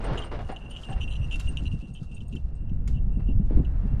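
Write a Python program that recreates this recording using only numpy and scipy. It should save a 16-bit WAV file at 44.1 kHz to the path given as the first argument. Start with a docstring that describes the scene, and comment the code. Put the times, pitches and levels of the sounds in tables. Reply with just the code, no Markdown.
"""Open grassland in gusty wind, whose turbulence rumbles and thumps on the microphone.
A dog brushes past through dry grass and trots away, the small bell on its collar jingling:
a loose pellet excites the shell's modes, and their pitch falls as the dog passes (Doppler effect).
Metal gear clicks sharply a few times, and towards the end the gusts grow."""
import sys
import numpy as np
from scipy import signal
from scipy.fft import rfft, irfft, next_fast_len
from scipy.io import wavfile
from scipy.ndimage import uniform_filter1d, map_coordinates

SR = 44100
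rng = np.random.default_rng(int(sys.argv[2]) if len(sys.argv) > 2 else 0)


def unload_wav(signal):
    """Save mono or channel-first audio to the path in sys.argv[1] as 16-bit WAV at rate SR, clipped to [-1, 1]."""
    wavfile.write(
        sys.argv[1],
        SR,
        np.round(np.clip(np.atleast_2d(signal).T, -1, 1) * 32767).astype(np.int16),
    )


N = 176400


def amp(db):
    """Decibels to amplitude ratio."""
    return 10 ** (np.asarray(db) / 20)

def unit(x):
    """Normalisation to rms 1."""
    return x / np.sqrt(np.mean(x ** 2) + 1e-20)

def curve(rows):
    """Linear interpolation of (time_s, value) points, one value per sample."""
    return np.interp(np.arange(N) / SR, *np.transpose(rows))

def wobble(rate_hz):
    """Random modulation: a spline through rate_hz Gaussian knots a second."""
    return map_coordinates(rng.standard_normal(4000), [np.arange(N) * rate_hz / SR], mode="wrap")

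def colour(x, spectrum):
    """Spectral shaping by (frequency_hz, gain_db) points on a log frequency axis."""
    size = next_fast_len(len(x) + 8192)
    hz, db = np.transpose(spectrum)
    gain = amp(np.interp(np.log(np.fft.rfftfreq(size, 1 / SR) + 1), np.log(hz), db))
    return irfft(rfft(x, size) * gain, size)[:len(x)]

def noise(spectrum, grain_db=0):
    """Coloured noise of rms 1; fast amplitude modulation by grain_db makes it crackle."""
    return unit(colour(rng.standard_normal(N) * amp(grain_db * wobble(600)), spectrum))

def steady(x, size):
    """Division by the running rms evens out chance swells over size samples."""
    return x / np.sqrt(np.abs(uniform_filter1d(uniform_filter1d(x * x, size), size)) + 1e-9)

def add(track, start_s, sound):
    """Superposition of a sound on the track."""
    part = track[max(round(start_s * SR), 0):][:len(sound)]
    part += sound[:len(part)]

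def ring(modes, pitch=1, detune=0.011, attack_s=0.00075, scatter_db=2):
    """Modal impulse response: damped sinusoids, a little different at each blow."""
    t, tones = np.arange(SR // 8) / SR, 0
    for hz, db, t60 in modes:
        decay = amp(db + rng.normal(0, scatter_db) - 60 * t / t60)
        mode_hz = hz * pitch * (1 + detune * rng.normal())
        tones += decay * np.sin(2 * np.pi * mode_hz * t)
    return tones * (1 - np.exp(-(t / attack_s) ** 2))


# wind strength on the microphone, breeze in the grass, gusts in bare bushes: time_s, level_db
WIND_LEVEL = [(0, -32.5), (.13, -28), (.23, -36.5), (.43, -31.5), (.55, -39), (.88, -39.5), (.97, -28),
              (1.76, -31.5), (1.87, -41.5), (2.03, -38), (2.55, -32), (2.93, -24.5), (4, -24.5)]
BREEZE_LEVEL = [(0, -52.5), (1.5, -57), (2.05, -63), (3.35, -58.5), (4, -56.5)]
GUST_LEVEL = [(1.6, -56.5), (2.1, -80), (2.55, -66.5), (3.35, -66.5), (3.78, -55.5)]
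# spectra of the four wind noises: frequency_hz, relative_density_db
RUMBLE_SPECTRUM = [(10, -2.5), (48, 0.5), (200, -24.5), (400, -50), (900, -124.5)]
FLUTTER_SPECTRUM = [(60, -13.5), (140, 4), (240, -5), (480, -24.5), (1000, -76)]
BREEZE_SPECTRUM = [(250, -3.5), (450, 0), (750, -3), (1150, -16), (3500, -39), (14000, -72)]
GUST_SPECTRUM = [(700, -4.5), (1300, -8.5), (1750, -11), (2200, -17.5), (11000, -49.5)]

def wind(rumble_gain_db=1.5, flutter_db=-45, flutter_growth=0.38):
    """Turbulence: one wind strength drives rumble and flutter; flow through grass and bushes hisses."""
    wind_db = curve(WIND_LEVEL)
    rumble = amp(wind_db + rumble_gain_db + 1.2 * wobble(14)) * steady(noise(RUMBLE_SPECTRUM), size=3000)
    swell_db = flutter_growth * (wind_db - wind_db.mean())
    flutter = amp(flutter_db + swell_db + 5.5 * wobble(25.16)) * noise(FLUTTER_SPECTRUM)
    breeze = amp(curve(BREEZE_LEVEL) + 0.72 * wobble(4.9)) * noise(BREEZE_SPECTRUM)
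    bushes = amp(curve(GUST_LEVEL)) * noise(GUST_SPECTRUM)
    return rumble + flutter + breeze + bushes


# single eddies striking the microphone: start_s, relative_peak_db, pitch_hz
EDDIES = [(0.113, -19.5, 129), (0.953, -18, 58.7), (1.198, -16, 91), (1.452, -18.5, 68), (1.662, -20, 62.4),
          (1.735, -20, 129), (1.826, -30, 186), (2.015, -21.5, 127), (2.433, -17, 42), (2.715, -19.5, 145),
          (2.961, -20, 104), (3.068, -26, 150), (3.171, -20.5, 160), (3.288, -19, 197),
          (3.351, -12.5, 75.3), (3.397, -13, 128.7), (3.508, -22, 330), (3.55, -7, 52.8), (3.572, -17, 225),
          (3.6, -16.5, 215)]

def eddy_thumps(gain_db=-0.5, decay_cycles=0.29, wake_peak_s=0.012):
    """Pressure pulses: each eddy is a low push of a cycle or two, followed by a turbulent wake."""
    out, t = np.zeros(N), np.arange(SR // 8) / SR
    for start_s, db, hz in EDDIES:
        age = t * hz / decay_cycles
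        push = age ** 2 * np.exp(-age) * np.sin(2 * np.pi * (hz * t + rng.random()))
        lowpass = signal.butter(N=3, Wn=hz, fs=SR, output="sos")
        wake = unit(signal.sosfilt(lowpass, rng.standard_normal(len(t))))
        eddy = push / np.abs(push).max() + wake * t / wake_peak_s * np.exp(-t / wake_peak_s)
        add(out, start_s, amp(db + gain_db) * eddy / np.abs(eddy).max())
    return out


# close scuffs in the grass: start_s, length_s, level_db, hollow_fraction
GRASS_SCUFFS = [(0, 0.26, -41, 0), (0.038, 0.12, -36.5, 0.09), (0.313, 0.044, -37, 0.09),
                (0.389, 0.019, -38.5, 0.34), (0.489, 0.026, -35.5, 0.54), (0.885, 0.037, -39.5, 0.8),
                (0.957, 0.028, -45.5, 0.15), (3.195, 0.0096, -53, 0.1), (3.495, 0.087, -52.5, 0)]
# the dog's movement through the stalks: time_s, level_db
SWISH_LEVEL = [(0, -66.5), (.68, -69.5), (.78, -62), (1.21, -72), (1.35, -60), (1.85, -70.5), (2.3, -71),
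               (2.65, -85), (4, -79)]
# spectra of scraping scuffs, hollow scuffs and stalks: frequency_hz, relative_density_db
SCRAPE_SPECTRUM = [(100, -1), (440, 5.5), (1250, -3), (2100, -10.5), (5000, -24.5), (14000, -78.5)]
HOLLOW_SPECTRUM = [(200, -13.5), (550, -19), (770, 1), (1100, -35), (1750, -21), (2200, -44.5),
                   (14000, -73)]
STALK_SPECTRUM = [(500, -17), (1300, 7.5), (2100, -9.5), (3600, 1), (7000, -4), (10000, -10), (14500, -34)]

def grass(attack_s=0.0023, release_t60_s=0.16):
    """Friction noise: grainy scuffs add in power, over the thin swish of stalks."""
    t, scrape_power, hollow_power = np.arange(N) / SR, np.zeros(N), np.zeros(N)
    for start_s, length_s, db, hollow_fraction in GRASS_SCUFFS:
        onset = np.clip((t - start_s) / attack_s, 0, 1)
        release_db = 60 * np.maximum(t - start_s - length_s, 0) / release_t60_s
        power = (onset * amp(db - release_db)) ** 2
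        scrape_power += (1 - hollow_fraction) * power
        hollow_power += hollow_fraction * power
    scrape = np.sqrt(scrape_power) * noise(SCRAPE_SPECTRUM, grain_db=2.0)
    hollow = np.sqrt(hollow_power) * noise(HOLLOW_SPECTRUM, grain_db=1.5)
    swish = amp(curve(SWISH_LEVEL) + 4 * wobble(36.4)) * noise(STALK_SPECTRUM, grain_db=3.5)
    return scrape + hollow + swish


# clicks of metal gear: start_s, peak_db
GEAR_CLICKS = [(1.356, -42), (1.397, -34.5), (2.353, -46), (2.8753, -36)]
# resonances of the metal: frequency_hz, relative_level_db, t60_s
GEAR_MODES = [(1458, -1.5, 0.015), (2210, -12, 0.033), (7040, -3, 0.019), (9400, -8.5, 0.026)]
# spectrum of the impact: frequency_hz, relative_density_db
CRACK_SPECTRUM = [(1500, 15.5), (7000, 12), (11000, -1), (15500, -5)]

def gear_clicks(crack_db=-6, crack_t60_s=0.028, echo_db=-22, echo_t60_s=0.28, attack_s=0.003):
    """Impact: a broadband crack, a short metallic ring and faint scattering off ground and bushes."""
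    out, t = np.zeros(N), np.arange(SR // 8) / SR
    decay = amp(crack_db - 60 * t / crack_t60_s) + amp(echo_db - 60 * t / echo_t60_s)
    for start_s, db in GEAR_CLICKS:
        crack = unit(colour(rng.standard_normal(len(t)), CRACK_SPECTRUM)) * decay
        click = (crack + ring(GEAR_MODES, detune=0.029)) * (1 - np.exp(-t / attack_s))
        add(out, start_s, amp(db) * click / np.abs(click).max())
    return out


def doppler(time_s, dog_m_per_s=5, nearest_s=1, passing_s=0.51):
    """Doppler effect: the bell's frequency ratio falls as the dog passes."""
    return 1 - dog_m_per_s / 343 * np.tanh((time_s - nearest_s) / passing_s)

PELLET_SCATTER_DB = 2.5

def rattle(start_s, length_s, modes, contact_rate_hz=280, tail_s=0.0042, **tone):
    """Convolution: uneven pellet contacts drive each mode with their own forces; rms 1 while it lasts."""
    gaps, sizes = rng.standard_normal((2, 20))
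    contact_s = np.cumsum(np.exp(.5 * gaps)) / contact_rate_hz
    contacts = ((contact_s - contact_s[0]) * SR).astype(int)
    span, sound = int(length_s * SR) + 1, 0
    for mode in modes:
        force = amp(PELLET_SCATTER_DB * (sizes + rng.standard_normal(len(contacts))))
        impulses = np.bincount(contacts, force, span)[:span]
        sound += signal.fftconvolve(impulses, ring([mode], doppler(start_s), **tone))
    return sound / np.std(sound[:span + int(tail_s * SR)])


# shakes of the bell: start_s, length_s, level_db, choked_fraction
BELL_SHAKES = [(0.175, 0.015, -37.5, 0.67), (0.219, 0.024, -45.5, 0.9), (0.562, 0.0065, -42, 0.82),
               (0.605, 0.061, -53, 0.07), (0.709, 0.1, -50.5, 0.8), (0.763, 0.0069, -39, 1),
               (0.833, 0.015, -46.5, 0.6), (0.924, 0.013, -46.5, 0.26), (1.008, 0.035, -40, 0.48),
               (1.077, 0.013, -42, 0.06), (1.108, 0.057, -46.5, 0.6), (1.211, 0.044, -49.5, 0.1),
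               (1.311, 0.035, -37, 0.33), (1.343, 0.014, -45, 0.73), (1.394, 0.019, -46, 0.73),
               (1.47, 0.017, -41, 0), (1.571, 0.0021, -32.5, 0.76), (1.583, 0.015, -46, 0.25),
               (1.655, 0.024, -43.5, 0.74), (1.718, 0.017, -48.5, 0.03), (1.803, 0.063, -61.5, 0.3),
               (1.948, 0.044, -53.5, 0.7), (2.116, 0.0085, -56.5, 1), (2.164, 0.021, -53.5, 0.9),
               (2.205, 0.0067, -52, 0.9), (2.326, 0.017, -52, 0.7), (2.363, 0.01, -47, 0.6),
               (2.695, 0.004, -59.5, .6), (2.939, 0.049, -59.5, 0.34), (3.268, 0.052, -56.5, 0.24),
               (3.648, 0.009, -52.5, 0.74)]
# hard glancing hits of the pellet: start_s, level_db
GLANCING_HITS = [(0.042, -53), (0.185, -58), (0.241, -58), (0.517, -62), (0.702, -56.5), (0.899, -57),
                 (1.485, -48), (1.937, -60), (2.146, -56), (2.28, -62.5), (2.552, -67.5)]
# shell modes (free, choked by the collar, high): frequency_hz, relative_level_db, t60_s
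FREE_MODES = [(2783, 12, 0.072), (5900, -16, 0.092), (8690, -15, 0.068)]
CHOKED_MODES = [(2918, 15.5, 0.022), (3154, 1, 0.028), (3770, -2.5, 0.022), (4475, -14.5, 0.0062),
                (6200, -7.5, 0.014), (7100, -4, 0.01), (9930, -17, 0.026)]
HIGH_MODES = [(8590, 0, 0.076), (6950, -4.5, 0.021), (9980, -12, 0.022), (12950, -26, .04),
              (14250, -28.5, .025)]

def collar_bell(glance_s=0.0072, roll_count=420, tinkle_db=1, shimmer_db=-7.5, cutoff_hz=2470):
    """Shell resonance: a pellet strikes the bell, which rings freely or is damped by the collar."""
    out = np.zeros(N)
    for start_s, length_s, db, choked in BELL_SHAKES:
        free = np.sqrt(1 - choked) * rattle(start_s, length_s, FREE_MODES)
        damped = np.sqrt(choked) * rattle(start_s, length_s, CHOKED_MODES, detune=0.028)
        add(out, start_s, amp(db) * (free + damped))
    for start_s, db in GLANCING_HITS:
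        add(out, start_s, amp(db) * rattle(start_s, glance_s, HIGH_MODES))
    # the pellet also rolls lightly, following the dog's movement
    rolling_db = curve(SWISH_LEVEL) + 5 * wobble(20)
    for start_s in (np.arange(roll_count) + rng.random(roll_count)) / roll_count * N / SR:
        db = rolling_db[int(start_s * SR)] + rng.normal(0, PELLET_SCATTER_DB)
        tinkle = amp(db + tinkle_db) * ring(FREE_MODES, doppler(start_s))
        shimmer = amp(db + shimmer_db) * ring(HIGH_MODES, doppler(start_s))
        add(out, start_s, tinkle + shimmer)
    # a small shell radiates low frequencies poorly
    highpass = signal.butter(N=6, Wn=cutoff_hz, btype="high", fs=SR, output="sos")
    return signal.sosfilt(highpass, out)


def scene():
    """Superposition: all sources sum at one microphone."""
    return (wind() + eddy_thumps() + grass() + collar_bell() + gear_clicks())[None]

def record(dry, top_hz=15600):
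    """Band limiting: an ideal low-pass filter passes nothing above top_hz."""
    size = next_fast_len(N + SR // 2)
    passband = np.fft.rfftfreq(size, 1 / SR) < top_hz
    return irfft(rfft(dry, size) * passband, size)[..., :N]


dry = scene()
out = record(dry)
unload_wav(out)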